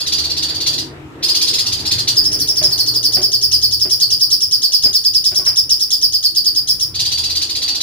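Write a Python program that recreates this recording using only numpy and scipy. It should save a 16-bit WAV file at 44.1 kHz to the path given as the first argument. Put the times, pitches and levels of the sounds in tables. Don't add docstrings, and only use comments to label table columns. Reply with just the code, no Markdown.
import sys
import numpy as np
from scipy import signal
from scipy.io import wavfile
from scipy.ndimage import map_coordinates

SR = 44100
rng = np.random.default_rng(int(sys.argv[2]) if len(sys.argv) > 2 else 0)


def put_to_file(sound):
    columns = np.atleast_2d(sound).T
    safe = np.clip(columns, -1, 1)
    whole_steps = np.round(safe * 32767)
    wavfile.write(sys.argv[1], SR, whole_steps.astype(np.int16))


def amplitude_ratio(level_db):
    exponent = np.asarray(level_db, float) / 20
    return 10 ** exponent


N = 344862


def at_hz(points, hz):
    points_hz, values = np.transpose(points)
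    return np.interp(np.log(hz), np.log(points_hz), values)


def rms_one(x):
    return x / np.sqrt(np.mean(x ** 2) + 1e-20)


def drift(rate_hz, step=1):
    r = np.exp(-2 * np.pi * rate_hz * step / SR)
    slow = signal.lfilter([1], [1, -2 * r, r * r], rng.standard_normal(N // step + 2002))[2000:]
    return np.interp(np.arange(N) / step, np.arange(len(slow)), rms_one(slow))


def band(low_hz, high_hz, x):
    return signal.sosfilt(signal.butter(2, [low_hz, high_hz], "band", fs=SR, output="sos"), x)


# t/s (pitch tops out), level/dB
FIRST_ROLL = [(0.011, -20), (0.079, -18), (0.136, -15), (0.196, -17.5), (.253, -17.5), (0.312, -19.5),
              (.381, -17), (.438, -16.5), (0.5, -19), (0.557, -21.5), (0.617, -18), (0.677, -14.5),
              (0.742, -19), (0.795, -19)]
# t/s, level/dB
SECOND_ROLL = [(1.243, -13.5), (1.295, -9.5), (1.36, -12.5), (1.426, -13), (1.486, -12.5), (1.548, -14),
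               (1.599, -13.5), (1.675, -14.9), (1.736, -14), (1.802, -22.5), (1.868, -14.5), (1.925, -14),
               (1.997, -16.5), (2.091, -12)]
# t/s, level/dB
LAST_ROLL = [(6.959, -19.5), (7.007, -15), (7.064, -18), (7.128, -18), (7.189, -16.5), (7.25, -17.5),
             (7.311, -17.5), (7.366, -16), (7.429, -17), (7.507, -18), (7.567, -17.5), (7.634, -17.5),
             (7.693, -18), (7.761, -19.5), (7.821, -17)]
# first f/Hz, last f/Hz, hold/s, first overtones/dB, last overtones/dB
ROLL_VOICE = [
    (4750, 4710, 0.016, -33, -47),
    (5046, 4880, 0.013, -18.5, -29),
    (4777, 4720, 0.02, -31, -39),
]


def fast_notes():
    pitch_scatter, hold_scatter, over_scatter_db = .012, .25, 2.5
    rows = []
    for roll, voice in zip((FIRST_ROLL, SECOND_ROLL, LAST_ROLL), ROLL_VOICE):
        first_hz, last_hz, hold_s, first_db, last_db = voice
        chances = rng.standard_normal((len(roll), 3))
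        for along, (s, level_db), chance in zip(np.linspace(0, 1, len(roll)), roll, chances):
            top_hz = (first_hz + (last_hz - first_hz) * along) * (1 + pitch_scatter * chance[0])
            note_hold_s = hold_s * np.exp(hold_scatter * chance[1])
            over_db = first_db + (last_db - first_db) * along + over_scatter_db * chance[2]
            rows.append((s, level_db, top_hz, note_hold_s, over_db))
    return rows


# t/s (pitch tops out), level/dB, top f/Hz, end f/Hz
SLOWING = [(2.168, -7, 5330, 4680), (2.252, -9, 5400, 4980), (2.327, -12, 5700, 4750),
           (2.4, -13.5, 5890, 4430), (2.484, -9, 5720, 4880), (2.568, -9.5, 5640, 4660),
           (2.637, -6.5, 5500, 4830), (2.716, -14, 5510, 4370), (2.788, -10, 5630, 4370),
           (2.872, -11.5, 5440, 4360), (2.949, -12, 5370, 4640), (3.039, -9, 5620, 4510),
           (3.133, -10, 5570, 4570), (3.227, -10, 5480, 4630), (3.328, -9, 5480, 4530),
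           (3.424, -8.5, 5640, 4630), (3.525, -8.5, 5440, 4680), (3.626, -10, 5460, 4530),
           (3.721, -10, 5620, 4590), (3.808, -10, 5510, 4710), (3.908, -9.5, 5710, 4680),
           (4.01, -9, 5380, 4390), (4.113, -9, 5450, 4670), (4.209, -8.5, 5580, 4590)]
# t/s, level/dB, top f/Hz, end f/Hz
STEADY = [(4.313, -9, 5700, 4650), (4.415, -10.5, 5670, 4790), (4.521, -9, 5520, 4580),
          (4.629, -8.5, 5450, 4460), (4.73, -9, 5550, 4570), (4.834, -7, 5300, 4725),
          (4.94, -10.5, 5580, 4490), (5.049, -8, 5350, 4660), (5.146, -8, 5450, 4650),
          (5.251, -8.5, 5540, 4720), (5.357, -9.5, 5740, 4760), (5.461, -7.5, 5630, 4820),
          (5.569, -7.5, 5660, 4770), (5.704, -7, 5640, 4765), (5.806, -11, 5740, 4750),
          (5.915, -10.5, 5600, 4670), (6.024, -8.5, 5570, 4606), (6.133, -10, 5410, 4590),
          (6.238, -10.5, 5380, 4410), (6.36, -10.5, 5370, 4510), (6.456, -9.5, 5350, 4540),
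          (6.56, -10.5, 5330, 4660), (6.684, -10, 5690, 4670), (6.808, -11.5, 5710, 4770)]


def slow_notes():
    s, level_db, top_hz, end_hz = np.transpose(list(SLOWING) + list(STEADY))
    slide_s = np.minimum(.28 * np.diff(s, append=N / SR), .031)
    over_db = -10.5 + 13.5 * (top_hz - 5550) / 1000 - 0.53 * (level_db + 10)
    return list(zip(s, level_db, top_hz, end_hz, slide_s, over_db))


# f/Hz, gain/dB
THROAT = [(900, -107), (2000, 0), (3000, -0.5), (4200, 9.5), (5000, 1), (6300, 1), (7200, -19),
          (8200, -20.5), (10000, -7.5), (12000, -18), (15000, -19)]


def note(wobble, air, start_hz, top_hz, end_hz, rise_s, hold_s, over_db, bend, ease, onset_db, swell_db,
         buzz_db, thin_db, third_db, fade_s):
    t = np.arange(len(wobble)) / SR - rise_s
    climb = np.clip(1 + t / rise_s, 0, 1)
    slide = np.clip(t / hold_s, 0, 1.2)
    ragged = .035 * np.sign(1 - climb) * np.tanh(wobble / wobble.std())
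    hz = start_hz + (top_hz - start_hz) * climb ** bend + (end_hz - top_hz) * slide ** 0.99
    hz = hz * (1 + wobble + ragged)
    phase = 2 * np.pi * np.cumsum(hz) / SR

    swell = amplitude_ratio(swell_db * np.sin(np.pi * np.minimum(slide, 1)))
    locked = climb ** 8
    tiring_db = -5 * slide ** 2
    breath = np.clip(climb / ease, 0, 1) ** 1.7 * amplitude_ratio(onset_db * (1 - locked) + tiring_db) * swell
    breath *= np.exp(-(np.maximum(t - hold_s, 0) / fade_s) ** 2)

    slack = np.clip((1 - climb) / 0.28, 0, 1)
    hiss = air * (.25 + slack) * (1 + np.cos(phase))
    tone = amplitude_ratio(at_hz(THROAT, hz)) * np.sin(phase) + hiss
    for k in range(2, 7):
        buzz = slack * amplitude_ratio(buzz_db + thin_db * (k - 4.5) + at_hz(THROAT, k * hz))
        edge = locked * swell * amplitude_ratio(over_db + third_db * (k - 3) - 2.0 * slide ** 2)
        below_limit = k * hz < .45 * SR
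        tone += (buzz + edge) * below_limit * np.sin(k * phase)
    return breath * tone


# t/s (pitch tops out), level/dB, top f/Hz, end f/Hz, slide/s, overtones/dB
WHISTLE = [
    (1.795, -35, 5600, 5750, .045, -20),
]


def bird():
    size = SR // 12
    out = np.zeros((3, N + SR))
    wobble, flutter = drift(900), amplitude_ratio(1.2 * drift(200))
    notes = fast_notes() + slow_notes() + list(WHISTLE)
    chance = rng.standard_normal((len(notes), 4))
    poses = np.eye(3)[0] + 0.347 * chance[:, :3] * [0, 1, 1]
    for pose, push, row in zip(poses, chance[:, 3], notes):
        s, level_db, top_hz, *rest = row
        fast = len(rest) == 2
        rise_s = .021 if fast else .013
        at = int((s - rise_s) * SR)
        shake = np.resize(wobble[max(at, 0):][:size], size)
        air = np.diff(rng.standard_normal(size + 1))
        if fast:
            hold_s, over_db = rest
            rasp = amplitude_ratio(-36) * band(2200, 7200, air)
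            sound = amplitude_ratio(4.5) * note(
                0.034 * shake, rasp, 1250, top_hz, .98 * top_hz, rise_s, 0.5 * hold_s, over_db - 4.0,
                bend=1.4, ease=1.0, onset_db=-.5 + push, swell_db=1.5,
                buzz_db=5, thin_db=-2.5, third_db=-7, fade_s=.003)
        else:
            end_hz, slide_s, over_db = rest
            start_hz = 2850 * (1 + 0.034 * pose[1] / 0.4)
            sound = amplitude_ratio(3.0) * note(
                shake / 350, amplitude_ratio(-35) * air, start_hz, top_hz, end_hz, rise_s, 0.79 * slide_s, over_db - 6.0,
                bend=2.1, ease=0.31, onset_db=-17 + 2 * push, swell_db=3.5,
                buzz_db=1, thin_db=-6, third_db=-1, fade_s=.004)
        out[:, max(at, 0):at + size] += amplitude_ratio(level_db) * np.outer(pose, sound[max(-at, 0):])
    return out[:, :N] * flutter


# f/Hz, t60/s
YARD_T60 = [(2000, 0.27), (5000, 0.24), (10000, 0.28), (15000, 0.022)]


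def yard(poses, direct_db, wet_db, alike, lag_s):
    t = np.arange(SR // 3) / SR
    mid, side = rng.standard_normal((2, 3, len(t)))
    white = np.sqrt(alike) * mid + np.sqrt(1 - alike) * np.stack([side, side[::-1, ::-1]])
    edges_hz = 800 * 2 ** np.arange(0, 4.6, .75)
    echoes = np.zeros_like(white)
    for low, high in zip(edges_hz, edges_hz[1:]):
        echoes += band(low, high, white) * amplitude_ratio(-60 * t / at_hz(YARD_T60, low))
    near_walls = 1 + 0.5 * np.exp(-t / 0.0077)
    echoes *= np.clip((t - .002) / 0.0016, 0, 1) * near_walls
    echoes *= amplitude_ratio(wet_db) / np.sqrt(np.sum(echoes ** 2, axis=-1, keepdims=True))
    echoes[:, 0, 0] += amplitude_ratio(direct_db)
    heard = signal.fftconvolve(poses[None], echoes, axes=-1).sum(axis=1)[:, :N]
    heard[1] = map_coordinates(heard[1], [np.arange(N) - lag_s * SR], order=3)
    return heard


# t/s, level/dB
STREET = [(0.0, -41), (0.67, -35.5), (1.09, -40.5), (1.33, -36.5), (1.68, -38.5), (1.96, -37.5),
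          (2.81, -38.5), (3.46, -46.5), (4.33, -47.5), (5.23, -51), (5.51, -48.5), (6.27, -51.5),
          (7.03, -45.5), (7.82, -41.5)]
# f/Hz, density/(dB per Hz)
AIR = [(25, -14), (45, -16.5), (85, 0.5), (140, -4), (200, -26), (320, -7.5), (450, -19), (800, -22),
       (1900, -24.5), (2800, -29), (6500, -47.5), (8000, -18)]
# f/Hz, correlation/1
LIKENESS = [(60, 0.97), (180, 0.91), (550, 0.52), (1650, -0.15), (4970, -0.16), (15000, 0.67)]


def street():
    near_db = np.interp(np.arange(N) / SR, *np.transpose(STREET))
    swing_db = near_db - near_db.mean()
    rumble_db = -42.5 + .6 * swing_db + 3.5 * drift(1.2, step=40)
    hum_db = -43.5 + 0.93 * swing_db
    wash_db = -47 + 0.98 * swing_db

    edges_hz = 22 * 2 ** np.arange(0, 9, .5)
    together = drift(2.5, step=40)
    white, layers = rng.standard_normal((2, 2, N)), np.zeros((3, 2, N))
    for k, (low, high) in enumerate(zip(edges_hz, edges_hz[1:])):
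        mid, side = band(low, high, white[k % 2])
        hz = np.sqrt(low * high)
        alike = np.clip(at_hz(LIKENESS, hz), -1, 1)
        gain = amplitude_ratio(at_hz(AIR, hz) + 0.46 * together + 2.47 * drift(6.2, step=40))
        stereo = np.sqrt(1 + alike) * mid + np.sqrt(1 - alike) * side * [[1], [-1]]
        layers[int(hz > 200) + int(hz > 600)] += gain * stereo
    return sum(amplitude_ratio(db) * rms_one(x) for db, x in zip((rumble_db, hum_db, wash_db), layers))


# from t/s, to t/s, start f/Hz, end f/Hz, level/dB
MOTOR = [(0, 1.4, 146, 144, -43), (1.3, 4.6, 118, 116, -40), (0, 1.9, 315, 322, -44),
         (.3, 1.7, 362, 358, -47), (1.2, 4.0, 390, 385, -48), (2.2, 3.3, 312, 305, -50),
         (5.66, 5.78, 520, 515, -54), (5.87, 6.15, 275, 305, -53), (5.87, 6.3, 550, 625, -60),
         (6.27, 6.48, 335, 345, -53), (6.6, 7.82, 330, 300, -54), (7.0, 7.6, 85, 80, -41),
         (3.4, 3.9, 78, 75, -39), (0, .6, 80, 74, -40)]


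def motor():
    t, out = np.arange(N) / SR, np.zeros(N)
    for start_s, end_s, start_hz, end_hz, level_db in MOTOR:
        speed = 1 + 0.01155 * drift(4.56, step=40)
        load = amplitude_ratio(1.03 * drift(4.8, step=40))
        span = slice(int(start_s * SR), int(end_s * SR))
        along = (t[span] - start_s) / (end_s - start_s)
        cycles = np.cumsum((start_hz + (end_hz - start_hz) * along) * speed[span]) / SR
        swell = np.sin(np.pi * np.clip(along, 0, 1)) ** 0.55
        out[span] += amplitude_ratio(level_db + 4.0) * load[span] * swell * np.sin(2 * np.pi * cycles)
    return out


# t/s, peak level/dB, brightness/(dB per octave), scuff/dB
KNOCKS = [(2.613, -18, 5.5, -3.5), (2.634, -27, 6, -16), (3.167, -17.5, 6, -2.5), (3.2, -28, 4, -24),
          (3.851, -22, 1.5, -4), (4.834, -24.5, -9.5, -1.5), (4.855, -22.5, 2.5, -4.5),
          (4.938, -38.5, 10, 2), (5.316, -27.5, 9, 0), (5.39, -27, 9, -1.5), (5.464, -34.5, -13, 15.5),
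          (5.519, -48, 3, -16)]
# f/Hz, level/dB, t60/s
BOX = [
    (106, -13, 0.16),
    (285, -10, 0.081),
    (377.5, 7.5, 0.059),
    (611, -1, 0.06),
    (737, -0.5, 0.024),
    (1107, -20.5, 0.058),
    (1506, -23.5, 0.12),
]


def knocks():
    t, out = np.arange(SR // 4) / SR, np.zeros((2, N))
    rattles = rng.standard_normal((len(KNOCKS), 2, len(t)))
    strengths_db = rng.normal(0, 2, (len(KNOCKS), len(BOX)))
    for (s, peak_db, bright_db, scuff_db), rattle, strength_db in zip(KNOCKS, rattles, strengths_db):
        force = rattle[0] * np.exp(-t / 0.036)
        body = np.zeros(len(t))
        for (hz, mode_db, t60_s), own_db in zip(BOX, strength_db):
            r, w = amplitude_ratio(-60 / (t60_s * SR)), 2 * np.pi * hz / SR
            gain = amplitude_ratio(mode_db + own_db + bright_db * np.log2(hz / 400))
            body += gain * signal.lfilter([0, np.sin(w)], [1, -2 * r * np.cos(w), r * r], force)
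        scuff = band(300, 2600, rattle * np.exp(-t / 0.048))
        at = int(s * SR)
        out[:, at:at + len(t)] += amplitude_ratio(peak_db) * (body / np.abs(body).max() + amplitude_ratio(scuff_db) * scuff)
    return out


def scene():
    song = yard(bird(), direct_db=-8.5, wet_db=-1.5, alike=0.062, lag_s=.00006)
    treble = signal.sosfilt(signal.butter(2, 7000, "high", fs=SR, output="sos"), song)
    song = song * amplitude_ratio([[.1], [-.1]]) + .24 * treble * [[1], [-1]]
    return song + (knocks() + motor() + street()) * amplitude_ratio([[.7], [-.7]])


def roll_off(x):
    return signal.sosfilt(signal.butter(12, 16290, fs=SR, output="sos"), x)


def record(dry):
    hissing = dry + amplitude_ratio(-60) * rng.standard_normal(dry.shape)
    pressed = hissing / (1 + np.abs(hissing / .88) ** 8) ** (1 / 8)
    mix = signal.sosfilt(signal.cheby2(12, 70, 16500, fs=SR, output="sos"), pressed)
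    return roll_off(mix)


dry = scene()
out = record(dry)
put_to_file(out)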